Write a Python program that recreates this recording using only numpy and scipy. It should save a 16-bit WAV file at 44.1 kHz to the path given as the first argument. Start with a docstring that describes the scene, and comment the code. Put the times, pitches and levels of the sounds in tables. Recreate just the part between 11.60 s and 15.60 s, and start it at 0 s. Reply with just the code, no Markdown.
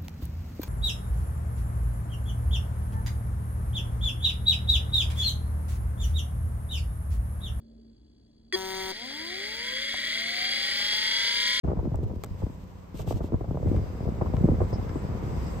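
"""Inside an old open car that rolls through a bend and gathers speed, a stereo microphone in the draught.
Eddies of wind buffet the microphone, each a short puff that sinks into a thud. Below them the engine
rumbles in uneven exhaust pulses, and tyre roar and the hiss of passing air rise with speed.
Close by, something clicks in the cabin, a hand slides over the steering wheel and the wheel creaks."""
import sys
import numpy as np
from scipy import signal
from scipy.fft import rfft, irfft
from scipy.io import wavfile
from scipy.ndimage import uniform_filter1d, map_coordinates

SR = 44100
rng = np.random.default_rng(int(sys.argv[2]) if len(sys.argv) > 2 else 0)


def dump(signal):
    """Clip the signal to [-1, 1] and save it as 16-bit WAV at the path in sys.argv[1]."""
    limited = np.clip(np.atleast_2d(signal).T, -1, 1)
    pcm = np.round(limited * 32767).astype(np.int16)
    wavfile.write(sys.argv[1], SR, pcm)


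N = 176400

# Strong eddies on the microphone. Each row: start in seconds, then thud, body, puff, rush in relative dB.
BUFFETS = [(0.044, -20, -42, -21, -45), (0.075, -21, -25, -28, -40), (0.083, -18, -32, -42, -45.5),
           (0.101, -32, -24, -27, -42), (0.115, -34, -23, -21.5, -44.5), (0.131, -38, -22, -22, -62),
           (0.169, -13, -27, -34, -46.5), (0.191, -25, -36, -16.5, -45), (0.253, -33, -16.5, -23, -54),
           (0.264, -35, -23.5, -46, -73), (0.271, -22, -20.5, -32, -64), (0.317, -16.5, -23, -31, -54),
           (0.343, -19.5, -29, -18.5, -45.5), (0.387, -14.5, -32.5, -25.5, -57),
           (0.402, -38, -22, -44, -61), (0.429, -24, -16, -39, -52), (0.449, -15, -56, -34, -65),
           (0.496, -47, -38, -35, -47.5), (0.51, -38, -36, -29, -61), (0.533, -31, -29, -37, -60),
           (0.559, -23.5, -33, -35, -61), (0.705, -18, -40, -56, -67), (0.82, -16, -50, -29, -46),
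           (0.831, -20, -20, -32, -65), (0.865, -23, -29, -31.5, -54), (0.898, -30, -35, -35, -65),
           (1.342, -26.5, -27.5, -64, -50.5), (1.393, -19, -32, -38, -40.5), (1.475, -21, -32, -23.5, -45),
           (1.508, -35, -18, -14.5, -43), (1.525, -32, -28, -17, -61), (1.534, -12.5, -47, -46, -68),
           (1.565, -32.5, -24, -43, -48), (1.604, -22.5, -26.5, -20, -44), (1.641, -31, -18.5, -24.5, -50),
           (1.721, -20, -17, -27, -54), (1.731, -34, -20, -22.5, -52), (1.74, -14, -20, -13.5, -45),
           (1.808, -25, -31, -23.5, -44), (1.842, -33, -36, -24, -47), (1.879, -18.5, -23.5, -36, -49),
           (1.908, -26, -22.5, -24, -49), (1.944, -24, -30, -26.5, -45), (1.971, -29, -30, -19, -50),
           (2.029, -14.5, -41, -20.5, -66), (2.058, -20, -16.5, -23, -64), (2.071, -12, -38, -17.5, -58),
           (2.114, -46, -7.5, -30, -56), (2.144, -20, -15, -19, -50.5), (2.15, -30, -27, -29, -55),
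           (2.164, -17, -16.5, -29, -67), (2.173, -34, -27, -31, -63), (2.183, -18, -35.5, -27, -56),
           (2.404, -28.5, -29, -25.5, -60), (2.463, -19, -23, -28, -52), (2.477, -20, -30, -21, -68),
           (2.487, -40, -20.5, -27, -53), (2.612, -17, -37, -15, -29.5), (2.619, -26, -21, -47, -70),
           (2.659, -19, -32, -23, -39.5), (2.737, -14.5, -21, -19, -45), (2.768, -12, -42, -30.5, -58),
           (2.805, -17.5, -22.5, -46, -64), (2.836, -20, -10.5, -23.5, -59), (2.841, -16.5, -6, -25.5, -55),
           (2.851, -22, -13, -22, -57), (2.875, -28, -23, -34, -46), (2.886, -15.5, -9, -20.5, -53),
           (2.915, -19, -19, -17.5, -51), (2.898, -14, -27, -30, -56), (2.93, -20.5, -16, -44, -60),
           (2.942, -23, -25, -48, -56), (3.003, -16, -37, -17, -37.5), (3.015, -15.5, -15.5, -20, -38),
           (3.127, -18.5, -23, -19, -40.5), (3.183, -19, -30, -24.5, -51), (3.294, -24.5, -22, -55, -65),
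           (3.355, -15, -17.5, -29, -41.5), (3.547, -35, -23, -43, -50)]
# Noise of driving. Each row: time in seconds, tyre roar in dB, air hiss in dB.
DRIVING_LEVELS = [(0, -47.5, -67), (.62, -57, -65.5), (.83, -51, -62), (1.0, -55.5, -65.5),
                  (1.3, -53, -66.5), (1.7, -51.5, -66), (1.95, -55, -64.5), (2.07, -47, -60),
                  (2.6, -45.5, -62), (3.1, -43.5, -59.5), (3.6, -42, -60), (3.82, -41.5, -57),
                  (4, -41, -57.5)]
# Clicks in the cabin. Each row: start in seconds, snap in dB, knock in dB.
CLICKS = [(0.357, -44, -68), (0.6368, -30.5, -32.5), (0.6445, -38, -43.5), (0.662, -54, -53),
          (1.04, -56.5, -64), (2.163, -55, -39.5), (2.768, -64, -38), (3.294, -60, -37.5)]


def undb(db):
    """Decibels to gain."""
    return 10 ** (np.asarray(db) / 20)


def unit(x):
    """Scale to rms 1."""
    return x / np.sqrt(np.mean(x ** 2))


def curve(table, column=1):
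    """One column of a table, joined by straight lines in time."""
    rows = np.array(table)
    return np.interp(np.arange(N) / SR, rows[:, 0], rows[:, column])


def gain_at(points, hz):
    """Gain of a (Hz, dB) spectrum."""
    rows = np.array(points)
    return undb(np.interp(np.log(hz + 1), np.log(rows[:, 0]), rows[:, 1]))


def bins():
    """Frequencies of the spectrum in Hz."""
    return np.arange(N // 2 + 1) * SR / N


def colour(x, points):
    """Filter by a (Hz, dB) spectrum, to rms 1."""
    return unit(irfft(rfft(x) * gain_at(points, bins()), N))


def noise(likeness):
    """White stereo noise whose channels share the given part of their power."""
    spectra = rfft(rng.standard_normal((3, N)))
    return irfft(np.sqrt(likeness) * spectra[2] + np.sqrt(1 - likeness) * spectra[:2], N)


def resonance(hz, width_hz):
    """A resonance driven by noise, rms 1."""
    return unit(irfft(rfft(noise(0.074)) / (1 + (2 * (bins() - hz) / width_hz) ** 2), N))


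def walk(per_s):
    """Random levels, each held 1 / per_s seconds, smoothed twice."""
    hold = int(SR / per_s)
    steps = rng.standard_normal(N)[np.arange(N) // hold]
    return 2.66 * uniform_filter1d(uniform_filter1d(steps, hold), hold)


def swell(age):
    """An envelope that rises to 1 at age 1 and dies away."""
    return age * np.exp(1 - age)


def pan(x, left_db):
    """Lean a sound to the left."""
    return x * undb(np.array([[left_db], [-left_db]]) / 2)


def wind():
    """Right on the microphone: strong buffets over a stream of small eddies that follows the draught."""
    # Strength of the draught. Each row: time in seconds, level in dB.
    draught = [(0, -41), (.05, -34.5), (.35, -39), (.55, -41), (.68, -48.5), (.79, -41), (.86, -46),
               (1.0, -54), (1.17, -57), (1.3, -75), (1.42, -40.5), (1.55, -38), (1.79, -45), (1.95, -38),
               (2.15, -32), (2.3, -38.5), (2.65, -36.5), (2.92, -32), (3.22, -39.5), (3.65, -36.5),
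               (4, -36.5)]
    # Spectrum of the small eddies. Each row: frequency in Hz, gain in dB.
    eddy_colour = [(40, -24), (65, -2), (105, -1.5), (170, -1), (270, -6), (450, -3), (720, -8.5),
                   (1150, -33), (1800, -28)]
    # Where a buffet's thud, body and puff lie, in Hz.
    buffet_hz = [82.6, 301, 654]
    buffets, count = np.array(BUFFETS), 440
    times = (np.arange(count) + rng.random(count)) * N / SR / count
    sizes = undb(np.interp(times, *np.array(draught).T) + 4 * rng.standard_normal(count).clip(-2, 1.5))
    pressure = 0
    for hz in np.geomspace(48, 1500, 12):
        octaves_below = max(np.log2(buffet_hz[0] / hz), 0)
        octaves_above = max(np.log2(hz / buffet_hz[2]), 0)
        band_db = np.array([np.interp(np.log(hz), np.log(buffet_hz), row[1:4]) for row in buffets])
        band_db -= 6.5 + 14 * octaves_below + 23 * octaves_above
        strong = undb(band_db + 0.5 * rng.standard_normal(len(buffets)))
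        small = sizes * gain_at(eddy_colour, hz) * undb(2.5 * rng.standard_normal(count))
        pressure += eddies(np.r_[buffets[:, 0], times], np.r_[strong, small], hz)
    return pan(pressure + rush(), left_db=1.0)


def eddies(times, sizes, hz):
    """Pressure wiggles of a few cycles in one band: low bands crest later, so a puff sinks to a thud."""
    # How far the two microphone ports differ. Each row: frequency in Hz, phase spread in cycles.
    port_spread = [(50, 0.37), (150, 0.26), (400, 0.14), (900, 1), (1700, 0.87)]
    apart = np.interp(hz, *np.array(port_spread).T)
    turns = rng.random((len(times), 3)).T
    phase = 2 * np.pi * (turns[2] + apart * (turns[:2] - .5))
    crest_cycles = 1.147
    cycles = np.arange(int(5 * crest_cycles * SR / hz)) * hz / SR
    wiggle = swell(cycles / crest_cycles) ** 3 * np.exp(2j * np.pi * cycles)
    kicks = np.zeros((2, N), complex)
    kicks[:, np.clip((times * SR).astype(int), 0, N - 1)] = sizes * np.exp(1j * phase)
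    return signal.oaconvolve(kicks, wiggle[None], axes=1)[:, :N].real


def rush():
    """Each buffet breaks up into a brief, rough spray of air."""
    # Spectrum of the spray. Each row: frequency in Hz, gain in dB.
    spectrum = [(150, -30.5), (350, 10.5), (560, 4.5), (800, 3.5), (1150, -4), (1450, -14), (1900, -23),
                (4000, -50.5)]
    buffets, rise_s = np.array(BUFFETS), 0.005
    kicks = np.zeros(N)
    kicks[(buffets[:, 0] * SR).astype(int)] = undb(buffets[:, 4] + 6.5)
    envelope = signal.oaconvolve(kicks, swell(np.arange(SR // 10) / SR / rise_s))[:N]
    return colour(noise(likeness=0.16), spectrum) * envelope


def engine():
    """Eight uneven cylinders pulse the exhaust; the running gear hums; both swell with effort."""
    # Engine speed and effort. Each row: time in seconds, firings a second, level in dB.
    firing = [(0, 94.6, 0.5), (1.25, 92, -2.5), (2, 100, 0.5), (3.3, 100, 4.5), (4, 105, 7.5)]
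    # Response of the exhaust. Each row: frequency in Hz, gain in dB.
    exhaust_colour = [(20, -26.5), (47, 11), (70, 5), (100, -3.5), (200, -6.5), (350, -22), (700, -48.5),
                      (2000, -66), (8000, -99.5)]
    # Resonances of the running gear. Each row: frequency in Hz, width in Hz, level in dB.
    gear_modes = [(102, 52, -63.5), (160.3, 38, -51.5), (506, 16, -61.5), (984, 140, -61)]
    cylinder_db, scatter_db = [3, 0.5, -0.5, 8.5, 1, -28.5, 2, -3.5], 2.5
    firings_so_far = np.floor(np.cumsum(curve(firing)) / SR)
    fired = np.flatnonzero(np.diff(firings_so_far))
    pulses = np.zeros(N)
    pulses[fired] = undb(np.resize(cylinder_db, len(fired)) + scatter_db * rng.standard_normal(N)[fired])
    exhaust = undb(-43.5) * colour(pulses - pulses.mean(), exhaust_colour)
    hum = sum(undb(db) * resonance(hz, width) for hz, width, db in gear_modes)
    return (exhaust + hum) * undb(curve(firing, column=2))


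def tyres():
    """Tyres roar on the road, louder with speed; only the bass is alike in both channels."""
    # Spectrum of the roar. Each row: frequency in Hz, gain in dB.
    spectrum = [(40, -22), (100, -0.5), (250, -6.5), (500, -4.5), (750, -9), (1100, -10.5), (1600, -19),
                (2150, -22), (3200, -33), (6000, -38), (16000, -62)]
    likeness = 0.78 / (1 + (bins() / 120) ** 2)
    return colour(noise(likeness), spectrum) * undb(curve(DRIVING_LEVELS))


def passing_air():
    """The fluttering hiss of passing air grows with speed; faint, diffuse whistles in it grow faster."""
    # Spectrum of the hiss. Each row: frequency in Hz, gain in dB.
    spectrum = [(500, -8.5), (1800, 6), (2600, 6.5), (4000, 2.5), (5000, 0), (6200, 0), (7800, -3),
                (11500, -3), (14000, -2.5), (16000, -13)]
    # Whistles. Each row: frequency in Hz, width in Hz, relative level in dB.
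    whistle_bands = [(2090, 150, -12), (4950, 520, -13), (6030, 770, -20.5), (7780, 1100, -13)]
    hiss_db = curve(DRIVING_LEVELS, column=2)
    whistles = sum(undb(db + 1.5 * walk(12)) * resonance(hz, width) for hz, width, db in whistle_bands)
    whistles *= undb(0.98 * (hiss_db - hiss_db.max()) + 4.5)
    hiss = colour(noise(likeness=0.046), spectrum) * undb(0.6 * walk(per_s=60))
    return pan((hiss + whistles) * undb(hiss_db), left_db=0.9)


def snaps():
    """Each click in the cabin starts with a sharp burst of bright noise."""
    # Spectrum of the burst. Each row: frequency in Hz, gain in dB.
    spectrum = [(500, 0), (2900, 2.5), (3800, -1.5), (5300, 1), (6100, -2), (7500, 9.5), (9000, 4.5),
                (12500, 4), (14000, -6), (16000, -8)]
    t, decay_s = np.arange(N) / SR, 0.0015
    envelope = sum(undb(db) * (t >= s) * np.exp(-np.maximum(t - s, 0) / decay_s) for s, db, _ in CLICKS)
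    return colour(noise(likeness=0.59), spectrum) * envelope


def knocks():
    """Each click rings the part's short modes, a little differently at the two ports."""
    # Modes of the clicking part. Each row: frequency in Hz, level in dB, seconds to fall by 60 dB.
    modes = [(413, 5, 0.021), (603, 1, 0.022), (775, 3, 0.017), (1126, -3, 0.033), (1320, -4, 0.038),
             (1675, -6.5, 0.017), (2080, -15.5, 0.054), (2313, -16.5, 0.045), (3080, -12, 0.011),
             (3930, -15.5, 0.01)]
    age, out = np.arange(SR // 8) / SR, np.zeros((2, N))
    for start_s, _, knock_db in CLICKS:
        start = int(start_s * SR)
        for hz, db, t60 in modes:
            phase = 2 * np.pi * (rng.random() + 0.43 * rng.random((2, 1)))
            envelope = undb(knock_db + db - 60 * age / t60)
            out[:, start:start + len(age)] += envelope * np.sin(2 * np.pi * hz * age + phase)
    return out


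def hand_rubs():
    """A hand slides over the steering wheel; the skin catches and slips, which makes it grainy."""
    # Strokes of the hand. Each row: middle in seconds, half length in seconds, level in dB.
    strokes = [(0.437, 0.01, -53), (0.558, .012, -61), (1.359, 0.014, -58), (1.398, 0.032, -42.5),
               (1.485, 0.012, -51.5), (1.508, 0.034, -42.5), (1.575, .018, -48.5), (1.652, 0.031, -51.5)]
    # Spectrum of the friction. Each row: frequency in Hz, gain in dB.
    spectrum = [(300, 19.5), (1000, 1), (1900, -4), (2800, 4.5), (4500, -1), (8000, -2), (12500, -2.5),
                (14500, -11), (16000, -17)]
    t = np.arange(N) / SR
    envelope = sum(undb(db) * np.exp(-((t - middle) / half) ** 2) for middle, half, db in strokes)
    return colour(noise(likeness=0.31), spectrum) * envelope * undb(walk(per_s=300))


def wheel_creaks():
    """The wheel creaks softly: short swells of one high resonance."""
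    # Creaks. Each row: start in seconds, level in dB.
    creaks = [(3.127, -51), (3.22, -65), (3.285, -63), (3.861, -58)]
    t, rise_s = np.arange(N) / SR, 0.01
    envelope = sum(undb(db) * swell(np.maximum(t - start, 0) / rise_s) for start, db in creaks)
    return resonance(hz=5150, width_hz=800) * envelope


def scene():
    """At the microphone: sound from outside reaches the left port later; cabin sounds lean left."""
    left, right = tyres() + passing_air() + engine() + wind()
    lag_s = 0.00018
    late_left = map_coordinates(left, [np.arange(N) - lag_s * SR], mode="nearest")
    cabin = snaps() + hand_rubs() + wheel_creaks() + knocks()
    return np.array([late_left, right]) + pan(cabin, left_db=1.7)


def record(dry):
    """The sound fades in quickly after a brief silence; the high treble has a notch; the top is cut."""
    silence_s, fade_s = 0.032, 0.01
    notch_hz, notch_width_hz, notch_db, top_hz = 10094, 870, -34.5, 15600
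    faded = dry * np.sin(np.pi / 2 * np.clip((np.arange(N) / SR - silence_s) / fade_s, 0, 1)) ** 2
    mirrored = np.hstack([faded, faded[:, ::-1]])  # keeps the end from ringing into the start
    hz = np.arange(N + 1) * SR / (2 * N)
    notch = undb(notch_db * np.exp(-((hz - notch_hz) / notch_width_hz) ** 2))
    notched = irfft(rfft(mirrored) * notch)[:, :N]
    return signal.sosfilt(signal.ellip(8, .2, 70, top_hz, fs=SR, output="sos"), notched)


dry = scene()
out = record(dry)
dump(out)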